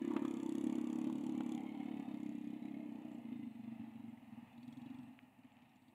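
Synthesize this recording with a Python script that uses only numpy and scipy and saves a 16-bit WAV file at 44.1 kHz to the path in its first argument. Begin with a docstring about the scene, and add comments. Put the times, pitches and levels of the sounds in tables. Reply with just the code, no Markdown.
"""A small single-cylinder engine, probably a motorbike's, putters in an open rice field and winds down towards idle.
From the start each firing rings the silencer, rasps, clatters and ticks, and a far combine harvester drones.
Early on some firings bark and a loose part clinks; the thump sinks in pitch and rings longer as the engine slows.
Later a bird chips in pairs, faint narrow patches of 8 kHz noise come and go and a slow knock swells;
then comes one dry click, and straw crackles. Impulse responses, shaped noise and decaying sines make the sounds."""
import sys
import numpy as np
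from scipy import signal
from scipy.fft import rfft, irfft, next_fast_len
from scipy.io import wavfile
from scipy.ndimage import map_coordinates

SR = 44100
rng = np.random.default_rng(int(sys.argv[2]) if len(sys.argv) > 2 else 0)


def master_out(mix):
    """Clip the mix to full scale and print it as 16-bit PCM to the path in sys.argv[1]."""
    frames = np.transpose(np.atleast_2d(mix))
    ceiling = np.clip(frames, -1, 1)
    pcm = np.round(ceiling * 32767).astype(np.int16)
    wavfile.write(sys.argv[1], SR, pcm)


N = 261954

# Engine speed: time_s, firing_rate_hz
FIRING_RATE = [(0.0, 33.22), (0.15, 35.19), (0.44, 32.37), (0.72, 35.5), (0.79, 33.93), (1.17, 36.23),
               (1.54, 34.77), (1.83, 36.46), (2.16, 33.67), (2.48, 32.74), (2.74, 34.64), (2.95, 31.0),
               (3.06, 30.98), (3.37, 27.55), (3.55, 23.37), (3.75, 25.51), (3.98, 24.8), (4.21, 19.72),
               (4.61, 19.71), (4.91, 24.12), (5.15, 20.01), (5.68, 15.13), (5.94, 16.94)]
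# Throttle: time_s, opening (2 pulling, 1 eased, 0 shut; more than 2 only strengthens the shell ring)
THROTTLE = [(0, 3.5), (1.2, 1), (1.9, 2), (2.9, 1.52), (3.35, 0.46), (4.45, 0.15), (4.85, 0.17),
            (5.2, 0.02), (5.94, 0.5)]
# Single firings that are weak or hard: time_s, strength_db
ODD_FIRINGS = [(0.05, -0.5), (0.164, 4.5), (0.195, -6), (0.252, 2.5), (0.39, -3.5), (0.668, 4), (0.783, 2),
               (1.068, 4), (1.2, -1.5), (1.292, 3), (1.32, -1.5), (1.404, 3), (1.433, -4), (2.0, 3.5),
               (2.05, -10), (2.262, 2.5), (2.322, -2), (2.35, 2), (2.6, -8), (3.22, -10), (3.325, 3.5),
               (3.48, -2.5), (3.52, -2.5), (3.76, -7), (3.8, 3), (3.92, -13), (4.135, -1.5), (4.23, 0),
               (4.63, -3), (4.685, 2), (4.73, 0.5), (5.23, 7), (5.335, -5), (5.39, 3.5), (5.44, 8.5),
               (5.5, -11), (5.88, 4)]

# Silencer response at each throttle setting: frequency_hz, relative_level_db
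SILENCER_SHUT = [(30, -57), (60, -45), (100, -16), (135, -5), (168, -15.5), (205, -19.5), (245, 6.5),
                 (285, 0.5), (335, -32), (450, -49.5), (900, -61), (2000, -110)]
SILENCER_EASED = [(30, -76.5), (60, -53.5), (100, -26.5), (138, -14), (162, -20.5), (200, -9), (238, 5),
                  (272, -5.5), (305, 4.5), (340, -13), (400, -27), (700, -31.5), (2000, -100)]
SILENCER_PULLING = [(30, -46), (60, -43.5), (100, -24), (140, -17), (163, -21.5), (205, -3), (245, 1.5),
                    (275, -0.5), (315, 2.5), (350, -14), (400, -25.5), (700, -31.5), (2000, -100)]
# Drift of the silencer's resonances: time_s, pitch_factor
SILENCER_TUNING = [(0, 1.072), (1.1, 1.015), (2.4, 0.95), (3.2, 0.99), (3.5, 0.926), (4.3, 0.93), (4.85, 1),
                   (5.3, 0.994)]
# Silencer loudness before each layer's offset: time_s, level_db
THUMP_LEVEL = [(0.02, -38), (1.58, -40), (1.61, -43.5), (2.91, -45), (2.94, -48.5), (3.49, -45),
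               (3.52, -53), (3.7, -48), (4.14, -49.5), (4.18, -60), (4.42, -52.5), (4.51, -74),
               (4.57, -56.5), (4.69, -51.5), (4.87, -48.5), (5.1, -55), (5.15, -67), (5.92, -69.5)]

# Gas rasp spectrum: frequency_hz, relative_density_db_per_hz
RASP_SPECTRUM = [(150, -38), (320, 6), (450, 1.5), (570, -1), (670, 9), (770, 0.5), (900, 0), (1030, -11),
                 (1200, -11.5), (1600, -40.5), (2500, -45)]
# Gas rasp loudness before its offset: time_s, level_db
RASP_LEVEL = [(0.02, -67), (0.15, -56), (0.56, -64.5), (0.76, -60.5), (1.75, -60.5), (2.12, -61),
              (2.45, -75.5), (2.57, -65.5), (3.21, -64), (3.4, -74.5), (4.92, -78.5), (5.89, -86),
              (5.92, -73)]
RASP_PITCH_FIRST, RASP_PITCH_LAST, RASP_SINK_S = 1.43, 1, 2.7  # pitch factors, and the time to sink
# Metal clatter spectrum: frequency_hz, relative_density_db_per_hz
CLATTER_SPECTRUM = [(900, -18), (1350, -9.5), (1650, -10.5), (1880, 1.5), (2030, 7.5), (2250, 4.5),
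                    (2500, 5), (2750, 1.5), (3000, 1.5), (3250, -1), (3530, -2), (3820, -7), (4080, -8),
                    (5000, -25.5), (9000, -26.5)]
# Metal clatter loudness: time_s, level_db
CLATTER_LEVEL = [(0, -66), (0.25, -66.5), (0.5, -71), (0.72, -70), (0.88, -70), (1.05, -67), (1.2, -70.5),
                 (1.45, -68.5), (1.6, -70), (1.85, -67), (2.2, -70), (2.85, -73.5), (3.0, -76), (3.25, -74),
                 (3.55, -76), (3.9, -76.5), (4.3, -78.5), (4.8, -78), (5.2, -83.5), (5.94, -83)]
# Sharp tick spectrum: frequency_hz, relative_density_db_per_hz
TICK_SPECTRUM = [(1500, -9), (2600, -3.5), (3450, 5.5), (3850, -14), (4500, -4.5), (5150, -16.5),
                 (5800, -6), (6300, -4.5), (7050, 1), (8000, -4), (9000, -10.5), (9800, -11.5), (10600, -5),
                 (12500, -19), (15500, -29)]
# Tick loudness before its offset: time_s, level_db
TICK_LEVEL = [(0, -77), (0.22, -75.5), (0.25, -69.5), (0.45, -70), (0.72, -69), (0.86, -73), (0.94, -70.5),
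              (1.05, -74.5), (1.27, -71.5), (1.4, -77), (1.49, -74), (1.53, -69), (1.6, -77), (1.66, -84),
              (1.72, -88), (1.84, -85), (1.93, -88), (1.98, -80), (2.03, -82), (2.08, -87), (2.18, -83),
              (2.265, -79.5), (2.32, -84), (2.36, -82.5), (2.5, -83), (2.57, -94), (2.66, -85), (2.78, -95),
              (2.84, -87), (2.95, -89), (3.08, -86), (3.13, -81.5), (3.19, -83), (3.26, -99)]
# Modes of the silencer's tin shell: frequency_hz, relative_level_db
SHELL_MODES = [(985, 0), (1197, -6), (1712, -5), (1813, -3), (2010, -9), (2471, -12), (3500, -12)]

# Far harvester and open air: frequency_hz, relative_density_db_per_hz
HARVESTER_SPECTRUM = [(25, -18), (55, -21), (115, 6), (170, 2), (240, 14), (380, -20), (560, -9),
                      (840, 3.5), (1060, -9), (1230, -9.5), (1520, -18.5), (1850, -8), (2200, -16.5),
                      (2600, -7), (2950, -12), (3200, -25.5), (3600, -24.5)]
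# Harvester loudness before its drift and the air's absorption: time_s, level_db
HARVESTER_LEVEL = [(0, -67.5), (3.3, -64), (3.5, -66.5), (3.8, -64.5), (4.4, -65.5), (4.9, -63.5),
                   (5.15, -65.5), (5.35, -67.5), (5.55, -66.5), (5.85, -70.5)]
# Hiss loudness: time_s, level_db
HISS_LEVEL = [(0, -81.5), (3, -83.5), (5.1, -83.5), (5.5, -87), (5.94, -86)]

# Harder firings that bark: start_s, level_db
BARKS = [(0.109, -48), (0.165, -33.5), (0.251, -52), (0.67, -50), (0.697, -48), (0.784, -46.5),
         (0.927, -57), (1.069, -48), (1.096, -66), (1.406, -41), (1.433, -58)]
# Bark spectrum: frequency_hz, relative_density_db_per_hz
BARK_SPECTRUM = [(250, -12), (500, 11.5), (700, 4), (950, 8.5), (1250, 3), (1550, -6), (1800, -1),
                 (2600, -3), (3600, -6), (5000, -40), (12000, -63)]
# Clinks of a loose metal part: start_s, peak_db, pitch_hz
CLINKS = [(0.116, -44.5, 1000), (0.164, -38.5, 1200), (0.25, -42, 1130), (0.991, -50.5, 950),
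          (1.098, -48.5, 1030), (1.405, -46, 810), (2.313, -53.5, 634)]
# Chips of a small far bird, in pairs: start_s, peak_db, pitch_hz
CHIPS = [(1.832, -75, 7950), (1.843, -74, 7640), (3.132, -76, 7640), (3.143, -72, 7450), (3.368, -79, 7700),
         (3.379, -78, 7850), (4.085, -81, 7750), (4.097, -77, 7600), (5.526, -80, 7350), (5.537, -82, 7150),
         (5.754, -81, 7270), (5.765, -78, 7010)]
# Faint narrow noise patches near 8 kHz: start_s, length_s, level_db
NOISE_PATCHES = [(3.41, 0.18, -93), (4.61, 0.23, -91), (4.935, 0.17, -90), (5.76, 0.19, -96)]
# Narrow noise band near 8150 Hz: frequency_hz, relative_density_db_per_hz
PATCH_SPECTRUM = [(7000, -62), (7850, -2), (8150, 9), (8450, -3), (8800, -2), (9600, -60)]

# Spells of loose knock at low speed: start_s, rise_s, fall_s, peak_db
KNOCK_SPELLS = [(4.45, 0.22, 0.57, -72), (4.8, 0.18, 0.17, -85), (5.5, 0.22, 1.8, -82)]
KNOCK_RANGE_DB = 25  # a spell rises from and sinks to this far under its peak
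# Slow knock spectrum: frequency_hz, relative_density_db_per_hz
KNOCK_SPECTRUM = [(1500, -31), (3150, -16), (3370, 13.5), (3720, 1), (3860, 13), (4100, -12), (4400, 7),
                  (4950, -21), (5450, -5.5), (6000, -15), (7300, -5), (8500, -25), (11500, -13),
                  (15000, -18)]
# Dry click response: frequency_hz, relative_level_db
CLICK_RESPONSE = [(800, -22), (1600, -1), (2400, 6), (3000, -1.5), (3900, -17), (4800, -38), (12000, -43)]
# Crackles of dry straw: start_s, level_db
CRACKLES = [(5.435, -68), (5.468, -76), (5.52, -71), (5.569, -71), (5.589, -68), (5.622, -68), (5.657, -71),
            (5.717, -72), (5.734, -73)]
# Straw spectrum: frequency_hz, relative_density_db_per_hz
STRAW_SPECTRUM = [(1200, -30), (2000, -2), (2400, 2), (3000, -1), (4000, -10), (6000, -40)]

TOP_HZ = 15650  # upper band limit of the whole sound


def amp(db):
    """Decibel law: 20 dB is a factor of ten in amplitude."""
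    return 10 ** (np.asarray(db) / 20)


def unit(x):
    """Normalisation: x at rms 1."""
    return x / np.sqrt(np.mean(x ** 2) + 1e-20)


def curve(rows):
    """Linear interpolation: one value per sample from (time, value) rows."""
    time_s, values = np.transpose(rows)
    return np.interp(np.arange(N) / SR, time_s, values)


def gain(points, size):
    """Frequency response: gain of (Hz, dB) points on an FFT grid, joined on a log axis."""
    hz, db = np.transpose(points)
    grid_hz = np.fft.rfftfreq(size, 1 / SR)
    return amp(np.interp(np.log(grid_hz + 1), np.log(hz), db))


def noise(points, patchy_db=0, size=5, count=20):
    """Spectral shaping: noise of rms 1 with shifting resonances, size bins wide and count frames long."""
    spectrum = signal.stft(rng.standard_normal(N), nperseg=2048)[2]
    smoother = np.outer(np.hanning(size), np.hanning(count))
    patches = unit(signal.fftconvolve(rng.standard_normal(spectrum.shape), smoother, "same"))
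    spectrum = spectrum * gain(points, size=2048)[:, None] * amp(patchy_db * patches)
    return unit(signal.istft(spectrum, nperseg=2048)[1][:N])


def ring(points, swell=0, size=8192):
    """Impulse response of energy 1 centred on the blow: swell 0 is minimum phase, 1 zero phase."""
    cepstrum = irfft(np.log(gain(points, size) + 1e-7))
    # weighting the two halves of the cepstrum moves energy between after and before the blow
    cepstrum[1:size // 2] *= 2 - swell
    cepstrum[size // 2 + 1:] *= swell
    response = np.fft.fftshift(irfft(np.exp(rfft(cepstrum))))
    return response / np.linalg.norm(response)


def wobble(rate):
    """Slow random modulation: a smooth curve through rate random knots a second."""
    knots = rng.standard_normal(int(N * rate / SR) + 4)
    return map_coordinates(knots, [np.arange(N) * rate / SR])


def glide(x, speed):
    """Resampling: x played at a moving speed, so that its resonances slide."""
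    return unit(map_coordinates(x, [np.cumsum(speed)], mode="wrap"))


def add(track, start, sound):
    """Superposition: mix a sound into the track from sample start on."""
    at = int(start) + np.arange(len(sound))
    inside = (at >= 0) & (at < N)
    track[at[inside]] += sound[inside]


def pings(rows, attack, decay, rough):
    """Damped oscillation: each short sound is one sine whose phase wanders slightly."""
    t, out = np.arange(SR // 20) / SR, np.zeros(N)
    envelope = (1 - np.exp(-t / attack)) ** 2 * np.exp(-t / decay)
    envelope = envelope / envelope.max()
    for start_s, peak_db, pitch_hz in rows:
        drift = rough * np.cumsum(rng.standard_normal(len(t)))
        add(out, start_s * SR, amp(peak_db) * envelope * np.sin(2 * np.pi * pitch_hz * t + drift))
    return out


def puffs(fires, decay, scatter_db, between, delay, force_db=0):
    """Amplitude modulation: a burst at each firing over a steady share between them, at rms 1."""
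    t, envelope = np.arange(SR // 10) / SR, np.zeros(N)
    burst = np.exp(-t / decay) * (1 - np.exp(-t / 0.001))
    # the scatter also offsets all bursts against the steady share, by -3 times scatter_db on average
    size_db = force_db + scatter_db * (2 * rng.random(len(fires)) - 4.0)
    for start, size in zip(fires, amp(size_db)):
        add(envelope, start + delay * SR, size * burst)
    return unit(envelope + between)


def firings(rate):
    """Phase accumulation: a firing, as a sample index, at each whole cycle of the summed rate."""
    return np.flatnonzero(np.diff(np.floor(np.cumsum(rate) / SR + .4)))


def strengths(fires, scatter_db):
    """Cyclic variation of combustion: strengths in dB, nearly even, a few set weak or hard."""
    force_db = scatter_db * rng.standard_normal(len(fires))
    for time_s, db in ODD_FIRINGS:
        force_db[np.argmin(abs(fires - time_s * SR))] = db
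    return force_db


def thumps(fires, rate, throttle, force_db, detune, lag):
    """Impulse excitation of a resonator: each firing rings the silencer, slightly varied in pitch."""
    voices = np.array([ring(SILENCER_SHUT, swell=0.36), ring(SILENCER_EASED, swell=0.061),
                       ring(SILENCER_PULLING, swell=0.11)])
    tuning = curve(SILENCER_TUNING)
    out, half = np.zeros(N), voices.shape[1] // 2
    n = np.arange(-half, half)
    for start, size_db, pitch in zip(fires, force_db, rng.standard_normal(len(fires))):
        # crossfade between the two nearest throttle settings
        distance = abs(np.clip(throttle[start], 0, 2) - np.arange(len(voices)))
        shares = np.maximum(1 - distance, 0)
        stretch = tuning[start] * (1 + detune * pitch)
        thump = map_coordinates(shares @ voices, [half + n * stretch])
        # slower firings each carry more of a second's energy
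        energy = np.sqrt(SR / rate[start]) / np.linalg.norm(thump)
        # with the throttle shut the weak charge burns late
        late = lag * shares[0] - .0021
        add(out, start - half + late * SR, amp(size_db) * energy * thump)
    return out


def churn(thump_db):
    """Flow noise: turbulent gas keeps the silencer sounding between firings."""
    return amp(thump_db - 13) * noise(SILENCER_EASED)


def gas_rasp(fires, force_db):
    """Pulsed jet noise: gas rasps at each firing, its resonances sinking at first."""
    pitch = np.interp(np.arange(N) / SR, [0, RASP_SINK_S], [RASP_PITCH_FIRST, RASP_PITCH_LAST])
    gas = glide(noise(RASP_SPECTRUM, patchy_db=2.5, size=4, count=10), pitch)
    pulses = puffs(fires, decay=0.008, scatter_db=1.5, between=1.0, delay=0.00024,
                   force_db=1.9 * force_db)
    return amp(curve(RASP_LEVEL) + 0.13) * gas * pulses


def metal_clatter(fires, force_db):
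    """Contact noise: many small metal contacts follow each firing."""
    contacts = amp(2.0 * wobble(350))
    metal = unit(noise(CLATTER_SPECTRUM, patchy_db=4.5, size=6) * contacts)
    pulses = puffs(fires, decay=0.0065, scatter_db=1.5, between=0.31, delay=0.0021,
                   force_db=1.04 * force_db)
    return amp(curve(CLATTER_LEVEL)) * metal * pulses


def sharp_tick(fires, force_db):
    """Short impact: a brief treble burst spreads over a wide band at each firing."""
    snap = noise(TICK_SPECTRUM, patchy_db=1.0, size=22, count=4)
    pulses = puffs(fires, decay=0.0021, scatter_db=3.0, between=0.013, delay=0.00078,
                   force_db=0.38 * force_db)
    return amp(curve(TICK_LEVEL) + 1.0) * snap * pulses


def shell_ring(fires, throttle, t60):
    """Modal vibration: firings shake the tin shell's modes at new strengths, loudest under load."""
    t, out = np.arange(SR // 2) / SR, np.zeros(N)
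    modes = np.array([amp(db - 60 * t / t60) * np.sin(2 * np.pi * hz * t) for hz, db in SHELL_MODES])
    for start, mode_strengths in zip(fires, rng.standard_normal((len(fires), len(modes)))):
        add(out, start, mode_strengths @ modes)
    return amp(-100 + 10.2 * throttle) * unit(out)


def burble(fires, throttle, thump_db, force_db):
    """Noise excitation: off the throttle the charge burns raggedly and blurs each beat."""
    shut = np.clip(1 - throttle, 0, 1)
    pulses = puffs(fires, decay=0.012, scatter_db=1.0, between=0.35, delay=0.00045, force_db=force_db)
    flame = rng.standard_normal(N) * pulses
    return shut ** 2 * amp(thump_db - 6.5) * signal.fftconvolve(flame, ring(SILENCER_SHUT), "same")


def engine():
    """Periodic excitation: the crank times every layer of the engine."""
    rate, throttle, thump_db = curve(FIRING_RATE), curve(THROTTLE), curve(THUMP_LEVEL)
    fires = firings(rate)
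    force_db = strengths(fires, scatter_db=1.2)  # a hard firing also rasps, clatters and ticks harder
    thump = thumps(fires, rate, throttle, force_db, detune=0.014, lag=0.0043)
    silencer = amp(thump_db - 2.07) * thump + churn(thump_db)
    silencer = silencer + burble(fires, throttle, thump_db, force_db)
    gas = gas_rasp(fires, force_db)
    metal = metal_clatter(fires, force_db) + sharp_tick(fires, force_db) + loose_knock(fires)
    return silencer + gas + metal + shell_ring(fires, throttle, t60=0.14)


def field():
    """Absorption over distance: the harvester's dulled drone drifts over a thin hiss; both ebb at the end."""
    air = signal.butter(4, 3900, fs=SR, output="sos")  # distance takes the treble
    far = signal.sosfilt(air, noise(HARVESTER_SPECTRUM, patchy_db=0.5, size=7))
    drone = amp(curve(HARVESTER_LEVEL) + 1.2 * wobble(5.9)) * far
    hiss = noise([(100, -2.0), (3500, -3.5), (5200, -8.0), (8000, -1.0), (12000, -1.5), (15500, -1.0)])
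    return drone + amp(curve(HISS_LEVEL)) * hiss


def barks(decay, tail, tail_db):
    """Two-stage decay: a harder firing barks out of the pipe and leaves a short ring."""
    t, envelope = np.arange(SR // 10) / SR, np.zeros(N)
    decays = np.exp(-t / decay) + amp(tail_db) * np.exp(-t / tail)
    shape = decays * (1 - np.exp(-t / 0.0019))
    for start_s, level_db in BARKS:
        add(envelope, start_s * SR, amp(level_db) * shape)
    return envelope * noise(BARK_SPECTRUM)


def clinks():
    """Struck resonance: a loose metal part clinks as the engine shakes it."""
    return pings(CLINKS, attack=0.00094, decay=0.0025, rough=0.088)


def bird():
    """Tone bursts: a small far bird gives brief high chips in pairs."""
    return pings(CHIPS, attack=0.0018, decay=0.0014, rough=.1)


def noise_patches(pulse_hz):
    """Amplitude modulation: a fast regular pulsing roughens short, faint patches of narrow noise."""
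    envelope = np.zeros(N)
    for start_s, length_s, level_db in NOISE_PATCHES:
        add(envelope, start_s * SR, amp(level_db) * signal.windows.tukey(int(length_s * SR), .3))
    pulses = unit(1 + np.sin(2 * np.pi * pulse_hz * np.arange(N) / SR))
    return envelope * pulses * noise(PATCH_SPECTRUM)


def loose_knock(fires):
    """Repeated impact: firings pulse a loose rattle in spells that swell and ebb."""
    spells = np.zeros(N)
    for start_s, rise, fall, peak_db in KNOCK_SPELLS:
        t = np.arange(int((rise + fall) * SR)) / SR
        under_peak = np.interp(t, [0, rise, rise + fall], [1, 0, 1])
        add(spells, start_s * SR, amp(peak_db - KNOCK_RANGE_DB * under_peak))
    rattle = noise(KNOCK_SPECTRUM, patchy_db=4.0, size=24, count=4)
    # the negative scatter lifts the bursts over the steady share
    return spells * rattle * puffs(fires, decay=0.0059, scatter_db=-0.5, between=0.03, delay=.0003)


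def click(at, db):
    """Single impulse response: one small dry click close by."""
    out, tap = np.zeros(N), ring(CLICK_RESPONSE)
    add(out, at * SR - len(tap) // 2, amp(db) * tap)
    return out


def straw(decay, between):
    """Impulsive noise: dry straw rustles as a few crackles on a soft swish."""
    t, envelope = np.arange(SR // 10) / SR, np.zeros(N)
    shape = np.exp(-t / decay) + between * np.hanning(len(t))
    for start_s, level_db in CRACKLES:
        add(envelope, start_s * SR, amp(level_db) * shape)
    return envelope * noise(STRAW_SPECTRUM)


def scene():
    """Superposition in a free field: engine near, harvester far, and nothing echoes."""
    machines = engine() + field() + barks(decay=0.0031, tail=0.021, tail_db=-22) + clinks()
    faint_highs = bird() + noise_patches(pulse_hz=129)
    close_sounds = click(at=5.1905, db=-35) + straw(decay=0.0025, between=0.12)
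    return (machines + faint_highs + close_sounds)[None]


def record(dry):
    """Ideal low-pass filtering: nothing passes at or above the band limit."""
    size = next_fast_len(N + SR // 4)
    passband = np.fft.rfftfreq(size, 1 / SR) < TOP_HZ
    return irfft(rfft(dry, size) * passband, size)[:, :N]


dry = scene()
out = record(dry)
master_out(out)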